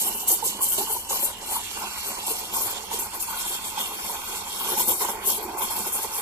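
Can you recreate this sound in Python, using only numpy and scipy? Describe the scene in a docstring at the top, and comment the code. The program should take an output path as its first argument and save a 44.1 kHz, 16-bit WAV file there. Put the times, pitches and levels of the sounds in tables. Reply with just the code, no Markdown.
"""A steam jet hisses in uneven spurts as its tip breaks the surface of milk in a steel pitcher, heard close in stereo.
Hiss is noise and spatter rung by the steel wall; churn is clumped clicks and noise rung by the air column.
Bursting bubbles are pairs of rising notes, spat drops are noise snaps, the hollow whistle is a narrow noise band.
Fine foam fizzes and a low room hum lies below. Streaks, notches and differences between sides shape the mix."""
import sys
import numpy as np
from scipy import signal
from scipy.fft import rfft, irfft, next_fast_len
from scipy.io import wavfile
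from scipy.ndimage import uniform_filter1d, map_coordinates

SR = 44100
rng = np.random.default_rng(int(sys.argv[2]) if len(sys.argv) > 2 else 0)


def pcm_store(signal):
    """Save signal as 16-bit PCM."""
    levels = np.round(np.clip(np.atleast_2d(signal), -1, 1) * 32767)
    wavfile.write(sys.argv[1], SR, levels.astype(np.int16).T)


N = 273861

# Spurts as the tip breaks the surface. Each row: full at in seconds, rise in ms (20 dB), hold in ms,
# hiss level in dB, hiss brightness in dB per octave, churn level in dB, churn depth in dB per octave, body in dB.
SPURTS = [(0.003, 14, 83, -19, 2, -40.5, 7, -3.5), (0.15, 26, 2, -27.5, 11, -35, 1, 2),
          (0.204, 30, 21, -30, 3, -52, 0, 3.5), (0.284, 22, 31, -18, 8.5, -33.5, -2, 5.5),
          (0.451, 32, 14, -23, 10, -34, 0, 9.5), (0.622, 22, 18, -14.5, 0.5, -37.5, 0, -13.5),
          (0.685, 9, 3, -22, 16, -42, -10, 2), (0.72, 4.9, 33, -23, 4.5, -36.5, -3.5, 2),
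          (0.778, 4.7, 28, -21, 2.5, -31.5, 0.5, 0), (0.901, 44, 38, -23, 4.5, -35.5, -3, -0.5),
          (1.099, 15, 47, -25, 6, -32.5, -3.5, 8.5), (1.229, 130, 26, -21.5, 2, -35, -2, -0.5),
          (1.517, 156, 46, -23.5, -1, -33, -3.5, -4.5), (1.776, 110, 86, -37.5, 4.5, -35.5, -2, 7),
          (2.064, 110, 52, -30.5, 1, -42, 10, -5), (2.268, 17, 50, -26, 3.5, -35.5, 0.5, 2),
          (2.405, 220, 2, -30, 1.5, -35.5, -4.5, 5), (2.539, 36, 130, -25.5, 4, -33, -1.5, 2),
          (2.705, 6, 18, -32, 2, -38, -1.5, 8), (2.934, 37, 7.8, -20.5, 0, -29, -2, -2.5),
          (2.991, 14, 44, -25, 1.5, -32, -3, -6.5), (3.146, 67, 2, -31, 5, -31.5, -2.5, 2),
          (3.203, 11, 10, -23, 1.5, -37, -2, -6), (3.28, 81, 134, -31.5, 2, -33.5, -6.5, 3),
          (3.469, 280, 80, -28, 1, -35.5, -2, 3.5), (3.648, 66, 36, -32, 0, -39, -1, 5.5),
          (3.792, 67, 16, -27, -0.5, -32.5, -1.5, 7), (4.062, 100, 79, -31, 1.5, -34, -7, 2),
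          (4.288, 28, 88, -32, 3, -42, 5, 7), (4.646, 290, 97, -24.5, -3, -32, -1.5, -1),
          (4.78, 12, 41, -22.5, 2.5, -28, -2.5, 4), (4.883, 38, 26, -17, 1.5, -27, -1, -4.5),
          (5.008, 33, 24, -21, -2, -24.5, -5, -5), (5.088, 18, 13, -30, 5, -27, -1, 6.5),
          (5.265, 38, 53, -18.5, 2.5, -36.5, 1.5, -2), (5.427, 10, 2, -31.5, 2, -52, -1, -6),
          (5.587, 26, 3, -29.5, 9, -31, -8.5, 3), (5.621, 18, 3.3, -22, 1, -32.5, 1, 0),
          (5.704, 20, 23, -27, 4.5, -49, -11, 2), (5.762, 12, 110, -29, 2.5, -41.5, 12, 0.5),
          (5.871, 47, 15, -25, 1.5, -34.5, -6.5, -2.5), (5.926, 26, 34, -23.5, 0.5, -37.5, 8, -7.5),
          (6.05, 240, 5, -28, -0.5, -34, 0, -4.5), (6.147, 110, 44, -27, 3.5, -31.5, -3.5, 1)]
# Ringing of the steel wall. Each row: centre in Hz, least width in Hz, level in dB.
WALL_MODES = [(4450, 170, -1), (5300, 150, -2), (7350, 90, -1), (7660, 100, 0), (8570, 120, -3),
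              (10170, 110, -3), (10590, 110, -3), (11490, 120, -3), (12140, 130, -3), (13350, 200, -4),
              (14200, 130, 1)]


def amp(db):
    """Decibels to gain."""
    return 10 ** (np.asarray(db) / 20)


def rms_one(x):
    """Scaled to rms 1."""
    return x / np.sqrt(np.mean(x ** 2) + 1e-20)


def in_time(rows):
    """Columns after the time column, interpolated to one value a sample."""
    s, *columns = np.transpose(rows)
    return [np.interp(np.arange(N) / SR, s, c) for c in columns]


def at_hz(points, hz):
    """A table read on a log-frequency axis."""
    point_hz, values = np.array(points).T
    return np.interp(np.log(hz), np.log(point_hz), values)


def drift(rate_hz):
    """Slow random curve of rms 1: coarse noise through a double one-pole low-pass."""
    step = 20   # samples per coarse point
    settle = 2000   # coarse points dropped
    r = np.exp(-2 * np.pi * rate_hz * step / SR)
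    coarse = rng.standard_normal(N // step + settle + 2)
    slow = signal.lfilter([1], [1, -2 * r, r * r], coarse)[settle:]
    return np.interp(np.arange(N) / step, np.arange(len(slow)), rms_one(slow - slow.mean()))


def white():
    """Plain noise."""
    return rng.standard_normal(N)


def grains(per_s, spread_db):
    """Random clicks of very uneven size and either sign; rms 1."""
    sizes = amp(spread_db * np.minimum(rng.exponential(1, N), 5)) * rng.choice([-1, 1], N)
    return rms_one(sizes * (rng.random(N) < per_s / SR))


def resonance(x, hz, width_hz):
    """Two-pole resonance of gain 1 on top."""
    r = np.exp(-np.pi * width_hz / SR)
    poles = [1, -2 * r * np.cos(2 * np.pi * hz / SR), r * r]
    return signal.lfilter([(1 - r * r) / 2, 0, (r * r - 1) / 2], poles, x)


def rung(x, modes):
    """The sound plus what it sets ringing; milk damps the wall, so no mode is very sharp."""
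    return x + sum(amp(db) * resonance(x, hz, max(width_hz, hz / 110)) for hz, width_hz, db in modes)


def coloured(source, spectrum, span_hz, patchy_db, rate_hz, lean_db=0, pivot_hz=1000):
    """Shaped stereo sound whose third-octave bands flicker apart; lean_db per octave tilts it about the pivot."""
    # Each row: frequency in Hz, left minus right in dB.
    side_tilt = [(60, -0.5), (250, 1.5), (750, -4), (1200, 0.5), (1900, -5), (2900, -1.5), (4500, -5.5),
                 (5800, -5.5), (6800, -5.5), (7900, -3), (9500, -1.5), (11000, 5), (13000, 10), (14200, 9)]
    # Each row: frequency in Hz, correlation of the two sides (0-1).
    likeness = [(60, 1), (250, 1), (600, 0.73), (900, 0.67), (1250, 0.59), (1900, 0.6), (2250, 0.1),
                (2700, 0.16), (3150, 0.76), (3800, 0), (6000, 0.33), (7500, 0.4), (10300, 0.34),
                (13000, 0.4), (14200, 0.3)]
    low, high = np.log2(span_hz)
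    edges_hz = 2 ** np.linspace(low, high, int(3 * (high - low)) + 2)
    size = next_fast_len(N)
    grid_hz = np.fft.rfftfreq(size, 1 / SR) + 1
    alike = np.clip(at_hz(likeness, grid_hz), 0, .97)
    shape = amp(at_hz(spectrum, grid_hz) + at_hz(side_tilt, grid_hz) * np.array([[.5], [-.5]]))
    draws = []
    for _ in range(2):   # neighbouring bands get unrelated sound
        mid, side = rfft([source(), source()], size)
        pair = np.sqrt(1 + alike) * mid + np.sqrt(1 - alike) * side * [[1], [-1]]
        draws.append(irfft(pair * shape, size)[:, :N])
    out, steady_power, near = 0, 0, drift(rate_hz)
    for k, (a, b) in enumerate(zip(edges_hz, edges_hz[1:])):
        bandpass = signal.butter(2, [a, b], "band", fs=SR, output="sos")
        pair = signal.sosfilt(bandpass, draws[k % 2])
        own = drift(rate_hz)
        steady_power = steady_power + np.mean(pair ** 2)
        octaves = np.log2(np.sqrt(a * b) / pivot_hz)
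        out = out + pair * amp(patchy_db * (near + own) + lean_db * octaves)
        near = own   # flicker is shared with the next band
    return out / np.sqrt(steady_power)


def room_hum():
    """Low room noise."""
    # Each row: frequency in Hz, relative density in dB per Hz.
    room_spectrum = [(12, -30), (20, 2), (97, 1), (140, -15), (193, 2), (280, -9), (300, -4), (390, -14),
                     (660, -120)]
    level_db = -50.5
    return amp(level_db) * coloured(white, room_spectrum, (18, 330), 1.0, 29.0)


def foam_fizz():
    """Fine foam on the milk, swelling and sinking: patchy noise rung by the two lowest wall modes."""
    # Each row: frequency in Hz, relative density in dB per Hz.
    fizz_spectrum = [(710, -15), (1200, 5.5), (1760, -13.5), (2740, 13), (2950, -15), (4430, 0), (7000, -3),
                     (9100, -20), (15400, -120)]
    # Each row: time in seconds, level in dB.
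    foam_level = [(0, -64), (1.25, -56), (1.76, -38.5), (3, -42), (4.36, -40), (5, -52), (5.8, -38.5),
                  (6.21, -42.5)]
    level_db, = in_time(foam_level)
    return amp(level_db) * coloured(lambda: rung(white(), WALL_MODES[:2]), fizz_spectrum, (1000, 8000), 0.8, 33.0)


def hollow_whistle(churn_db):
    """Whistle of the jet in the pitcher's mouth: a fading noise band, throbbing partly with the churn."""
    centre_hz, start_db, fade_db_per_s = 2880, -37, 13.5
    t = np.arange(N) / SR
    phase = 2 * np.pi * centre_hz * t
    noise_band = drift(300) * np.cos(phase) + drift(340) * np.sin(phase)
    throb_db = 0.13 * (churn_db - churn_db.mean()) + 2.5 * drift(6)
    return amp(start_db - fade_db_per_s * t + throb_db) * noise_band


def bubbles():
    """Each burst swells and chokes two notes of the pitcher's air, leaving a faint ring; the lower is slower."""
    # Each row: time in seconds, upper note gain in dB, upper note start in Hz,
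    # lower note gain in dB, lower note start in Hz.
    bursts = [(0.23, -23.5, 800, -51, 443), (0.302, -32, 790, -26, 471), (0.322, -20.5, 774, -23, 340),
              (0.426, -12.5, 866, -29, 467), (0.439, -20, 966, -34, 466), (0.461, -27, 1000, -30, 500),
              (0.607, -19.5, 1043, -46, 354), (0.781, -21, 630, -20.5, 375), (0.812, -22.5, 840, -41, 400),
              (0.901, -33, 850, -26, 420), (0.964, -19, 930, -52, 362), (1.107, -18.5, 820, -27, 524),
              (1.126, -21, 1086, -32, 457), (1.228, -24, 910, -28, 556), (2.236, -23, 880, -51, 410),
              (2.308, -38, 830, -24.5, 437), (2.836, -26.5, 830, -37, 437), (2.912, -19, 897, -52, 396),
              (2.936, -42, 840, -27, 445), (3.023, -21, 900, -55, 460), (3.285, -20.5, 906, -57, 420),
              (3.448, -24, 920, -54, 457), (3.775, -14, 868, -43, 384), (4.094, -20, 917, -43, 300),
              (4.686, -21.5, 1096, -32, 455), (4.771, -18, 854, -30, 222), (4.803, -15.5, 950, -29, 500),
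              (4.89, -23, 903, -23.5, 480), (5.02, -21, 1037, -24, 410), (5.048, -16.5, 953, -28, 356),
              (5.087, -27, 870, -33, 545), (5.152, -23.5, 878, -43, 357), (5.24, -23, 1040, -35, 373),
              (5.273, -29, 720, -23.5, 398), (5.38, -40, 864, -24.5, 416), (5.45, -39, 940, -25, 347),
              (5.619, -19.5, 1040, -41, 374), (5.699, -22.5, 880, -53, 400)]
    upper_swell_s, upper_t60_s = 0.00406, 0.17
    out = np.zeros((2, N))
    for s, upper_db, upper_hz, lower_db, lower_hz in bursts:
        # side_db is taken from the left and added to the right
        for db, hz, slow, side_db in ((upper_db, upper_hz, 1, 2.2), (lower_db, lower_hz, 1.9, 1.4)):
            swell_s, t60_s = slow * upper_swell_s, slow * upper_t60_s
            start = round((s - swell_s) * SR)
            age = np.arange(min(int(t60_s * SR), N - start)) / SR
            swell = age / swell_s
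            puff = 0.41 * np.exp(-(swell - 2) ** 2)
            ring = 0.12 * amp(-60 * age / t60_s) * np.minimum(swell / 2, 1) ** 2
            # pitch rises as the bubble shrinks
            note = amp(db) * (puff + ring) * np.sin(2 * np.pi * hz * age * (1 + 0.92 * age))
            out[:, start:start + len(age)] += note * amp([[-side_db], [side_db]])
    return out


def churn(level_db, depth_db):
    """Vapour bubbles collapse in clumps and excite the pitcher; depth leans the sound to the low end."""
    # Each row: frequency in Hz, relative density in dB per Hz.
    churn_spectrum = [(88, 5), (150, -22), (188, -8), (284, -10), (365, -1.5), (563, -6.5), (648, -8.5),
                      (897, 5.5), (1320, -11), (1460, -5.5), (1780, -19.5), (2000, -16), (2600, -14.5),
                      (4400, -120)]
    # Air column and walls. Each row: centre in Hz, least width in Hz, level in dB.
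    pitcher_modes = [(215, 52, 4.5), (348, 71, -1), (429, 19.4, 1), (558.5, 13, 2), (724, 26, -4),
                     (860, 17, -18), (944, 4.3, -7.5), (1066, 22, -2)]

    def collapses():
        return rung(grains(900, 2.4) + 0.98 * white(), pitcher_modes)

    clumps = amp(1.8 * drift(30))
    pops = coloured(collapses, churn_spectrum, (110, 2500), 1.45, 8.7, -depth_db, 1320)
    return amp(level_db) * clumps * pops


def spits():
    """Single drops spat off the jet: each a bright, decaying snap of high-passed noise."""
    # Each row: start in seconds, gain in dB.
    drops = [(0.0784, -20), (0.317, -3), (0.6245, -19), (0.787, -12), (3.2244, -12), (5.2784, -9),
             (5.302, -4)]
    t60_s, low_hz = 0.012, 7600
    out, age = np.zeros((2, N)), np.arange(400) / SR
    for s, db in drops:
        start = round(s * SR)
        noise = rng.standard_normal((2, len(age)))
        out[:, start:start + len(age)] += amp(db - 60 * age / t60_s) * noise
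    return signal.sosfilt(signal.butter(4, low_hz, "high", fs=SR, output="sos"), out)


def hiss(level_db, bright_db, body_db):
    """Torn steam: noise and fine spatter, fluttering fast, with more or less body under its top."""
    # Each row: frequency in Hz, relative density in dB per Hz.
    hiss_spectrum = [(1000, -40), (1700, -14.5), (2630, -4.5), (2920, 2), (3080, 4), (4480, -5.5),
                     (4940, -5.5), (7760, 1.5), (9350, 2), (13700, 1), (14200, -1)]
    body_top_hz = 6000

    def spatter():
        return rung(white() + 1.25 * grains(2500, 2.0), WALL_MODES)

    flutter = amp(0.39 * drift(130) + 0.18 * drift(43))
    tear = coloured(spatter, hiss_spectrum, (1200, 15000), 1.46, 16.8, bright_db, 7850)
    body = signal.sosfiltfilt(signal.butter(2, body_top_hz, fs=SR, output="sos"), tear)
    return amp(level_db) * flutter * (tear + (amp(body_db) - 1) * body)


def over(simmer_db, simmer_lean_db, peaks_db, leans_db, fall_db_per_s, dulling):
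    """Spurts climb 20 dB in their rise time, hold and fall over the simmer: level, and lean weighted by power."""
    t = np.arange(0, N, 32) / SR
    s, rise_ms, hold_ms = np.transpose(SPURTS)[:3, :, None]
    rise_s, hold_s = np.maximum(rise_ms, 2) / 1000, hold_ms / 1000
    shape_db = 20 * np.minimum(t - s, 0) / rise_s - fall_db_per_s * np.maximum(t - s - hold_s, 0)
    each = amp(peaks_db[:, None] + shape_db) ** 2
    each_lean = each * (leans_db[:, None] + dulling * shape_db)
    power, lean = (np.interp(np.arange(N) / SR, t, np.sum(x, axis=0)) for x in (each, each_lean))
    steady = amp(simmer_db) ** 2
    return 10 * np.log10(steady + power), (steady * simmer_lean_db + lean) / (steady + power)


def jet():
    """Curves of the spurting jet: hiss level, brightness, body, churn level and depth."""
    # Between spurts, tip under the milk. Each row: time in seconds, hiss level in dB,
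    # brightness in dB per octave, churn level in dB, churn depth in dB per octave.
    simmer = [(0, -60, 11, -39, -4.5), (.5, -35.5, -5.5, -39.5, 1.5), (1.05, -35.5, 0.5, -43.5, -2),
              (1.4, -42, -5.5, -41.5, -3), (1.65, -34, -5.5, -42.5, -4), (2, -32, -3.5, -35, -6.5),
              (2.45, -34.5, -2.5, -40, -0.5), (2.85, -35.5, -4, -39.5, -2.5), (3.1, -64, 0, -42, -9),
              (3.65, -35.5, 1.5, -38, -7.5), (4, -32, -2.5, -36, -3), (4.45, -36, 0.5, -35, -5),
              (5, -33, 19, -58, -19), (5.2, -46, 5, -32.5, -4), (5.53, -41.5, -0.5, -33, -1.5),
              (6.21, -42, -3, -35, -9.5)]
    hiss_fall_db_per_s, churn_fall_db_per_s = 182, 152
    dulling = 0.442   # dB per octave of brightness lost for each dB a spurt is under its peak
    hiss_db, bright_db, churn_db, depth_db = in_time(simmer)
    peak_hiss_db, peak_bright_db, peak_churn_db, peak_depth_db, peak_body_db = np.transpose(SPURTS)[3:]
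    _, body_db = over(hiss_db, 0, peak_hiss_db, peak_body_db, hiss_fall_db_per_s, 0)
    hiss_db, bright_db = over(hiss_db, bright_db, peak_hiss_db, peak_bright_db, hiss_fall_db_per_s, dulling)
    churn_db, depth_db = over(churn_db, depth_db, peak_churn_db, peak_depth_db, churn_fall_db_per_s, 0)
    return hiss_db, bright_db, body_db, churn_db, depth_db


def notched(hz, s):
    """Gain of wandering, flickering hollows: four notches whose centre and depth drift at random."""
    # Each row: centre at first in Hz, centre later in Hz, width in Hz,
    # mean depth at first, mean depth later (0-1, clipped after flicker).
    notch_rows = [(1750, 1770, 200, -.2, .55), (2580, 2630, 170, .85, .55), (3750, 4020, 200, .5, .65),
                  (5100, 4900, 260, .3, .6)]
    moves_s = (1.9, 4.1)   # from, until
    wander_hz, flicker, deepest = 45, .4, .96
    gain, at = 1, np.minimum((s * SR).astype(int), N - 1)
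    for first_hz, later_hz, width_hz, *depths in notch_rows:
        depth = np.interp(s, moves_s, depths) + flicker * drift(8.5)[at]
        centre_hz = np.interp(s, moves_s, (first_hz, later_hz)) + wander_hz * drift(6.9)[at]
        notch = 1 / (1 + (2 * (hz[:, None] - centre_hz) / width_hz) ** 6)
        gain = gain * (1 - np.clip(depth, 0, deepest) * notch)
    return gain


def streaked(pair):
    """Notches, streaky dips partly apart on each side, and a phase sway, all applied to short spectra."""
    # Each row: frequency in Hz, share of the dip.
    streak_span = [(1100, 0), (2400, 0.83), (5000, 1.46), (8300, 0.68), (10500, .4), (14000, 0)]
    # Each row: frequency in Hz, spread of the phase between the sides in radians.
    phase_sway = [(300, 0), (600, 0.42), (6000, 0.92)]
    streak_hz, streak_s, streak_db, shared = 128, 0.044, 17, 0.43   # breadth, length, dip scale, share
    hz, s, spectra = signal.stft(pair, SR, nperseg=1024, noverlap=768)
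    field = rng.standard_normal((4, *spectra.shape[1:]))
    steps = np.arange(-12, 13)
    for axis, size in ((1, streak_hz / hz[1]), (2, streak_s / s[1])):   # smooth in pitch, then time
        kernel = np.exp(-2 * (steps / size) ** 2)
        field = signal.fftconvolve(field, np.expand_dims(kernel, (0, 3 - axis)), "same")
    sway = at_hz(phase_sway, hz + 1)[:, None] * rms_one(uniform_filter1d(field[3], size=7, axis=0))
    chance = rms_one(np.sqrt(shared) * field[0] + np.sqrt(1 - shared) * field[1:3])
    dip_db = streak_db * at_hz(streak_span, hz + 1)[:, None] * np.maximum(chance - 0.5, 0) ** 1.43
    turn = np.exp(1j * sway * [[[1]], [[0]]])   # left only
    spectra = spectra * notched(hz, s) * amp(-dip_db) * turn
    return signal.istft(spectra, SR, noverlap=768)[1][:, :N]


def delayed(x, ms):
    """The sound read late by a sliding delay."""
    return map_coordinates(x, [np.arange(N) - ms * SR / 1000], order=3, mode="nearest")


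def left_shifted(left, right):
    """The left microphone's delay and level slide as the pitcher shifts."""
    # Each row: time in seconds, extra delay of the left in ms, level of the left in dB.
    left_path = [(0, 0.12, -3.5), (.62, 0.12, -3.5), (1.3, 0.12, -0.5), (3, 0.12, -1.5), (3.6, 0.11, -0.5),
                 (6.21, 0.084, -1.5)]
    lag_ms, left_db = in_time(left_path)
    return np.array([amp(left_db) * delayed(left, lag_ms), right])


def band(x, hz, width_hz):
    """The part of a sound around a moving centre: shifted down, low-passed without lag, shifted back."""
    turn = np.exp(2j * np.pi * np.cumsum(hz) / SR)
    lowpass = signal.butter(3, width_hz / 2, fs=SR, output="sos")
    return 2 * np.real(signal.sosfiltfilt(lowpass, x / turn) * turn)


def opposed(pair):
    """A band with a wandering centre loses its common part, leaving the two sides in opposite phase."""
    # Each row: time in seconds, centre in Hz, loss of the common part in dB, breadth (0-1, narrow to broad).
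    opposed_band = [(0, 3430, 18, 0.95), (.22, 3330, 27, 0.05), (.3, 3430, -1, 0), (.47, 3250, 24, 0.5),
                    (.55, 3350, 26, 1), (.61, 3450, 12, 1), (.72, 3560, 14, 0.2), (.8, 3200, 27, 0.5),
                    (.9, 3660, 24, 0.7), (1.26, 3300, 36, 1), (1.32, 3380, 1, 0.3), (1.55, 3230, 18, 0.7),
                    (1.65, 3100, 4, 0.2), (1.82, 3160, 5, 0.4), (1.88, 3270, 35, 1), (2.33, 3150, 26, 0.63),
                    (2.42, 2980, 18, 0.3), (3.1, 2940, 3, 0.2), (3.3, 2960, 20, 0.07), (4.4, 2960, 23, 0),
                    (4.7, 2980, 10, 0), (5.3, 2960, 2, 0.1), (5.42, 2930, 26, 0), (6.21, 2930, 10, 0)]
    narrow_hz, broad_hz = 260, 750
    centre_hz, loss_db, breadth = in_time(opposed_band)
    common = pair.mean(axis=0)
    narrow = band(common, centre_hz, narrow_hz)
    broad = band(common, centre_hz, broad_hz)
    return pair - (1 - amp(-loss_db)) * (narrow + np.clip(breadth, 0, 1) * (broad - narrow))


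def scene():
    """Jet, milk and room at the two microphones."""
    hiss_db, bright_db, body_db, churn_db, depth_db = jet()
    milk = foam_fizz() + churn(churn_db, depth_db) + bubbles()
    steam = hiss(hiss_db, bright_db, body_db) + hollow_whistle(churn_db) + spits()
    left, right = streaked(milk + steam) + room_hum()
    return opposed(left_shifted(left, right))


def record(dry):
    """The top is cut steeply."""
    cutoff_hz = 14250
    return signal.sosfilt(signal.ellip(10, .5, 70, cutoff_hz, fs=SR, output="sos"), dry)


dry = scene()
out = record(dry)
pcm_store(out)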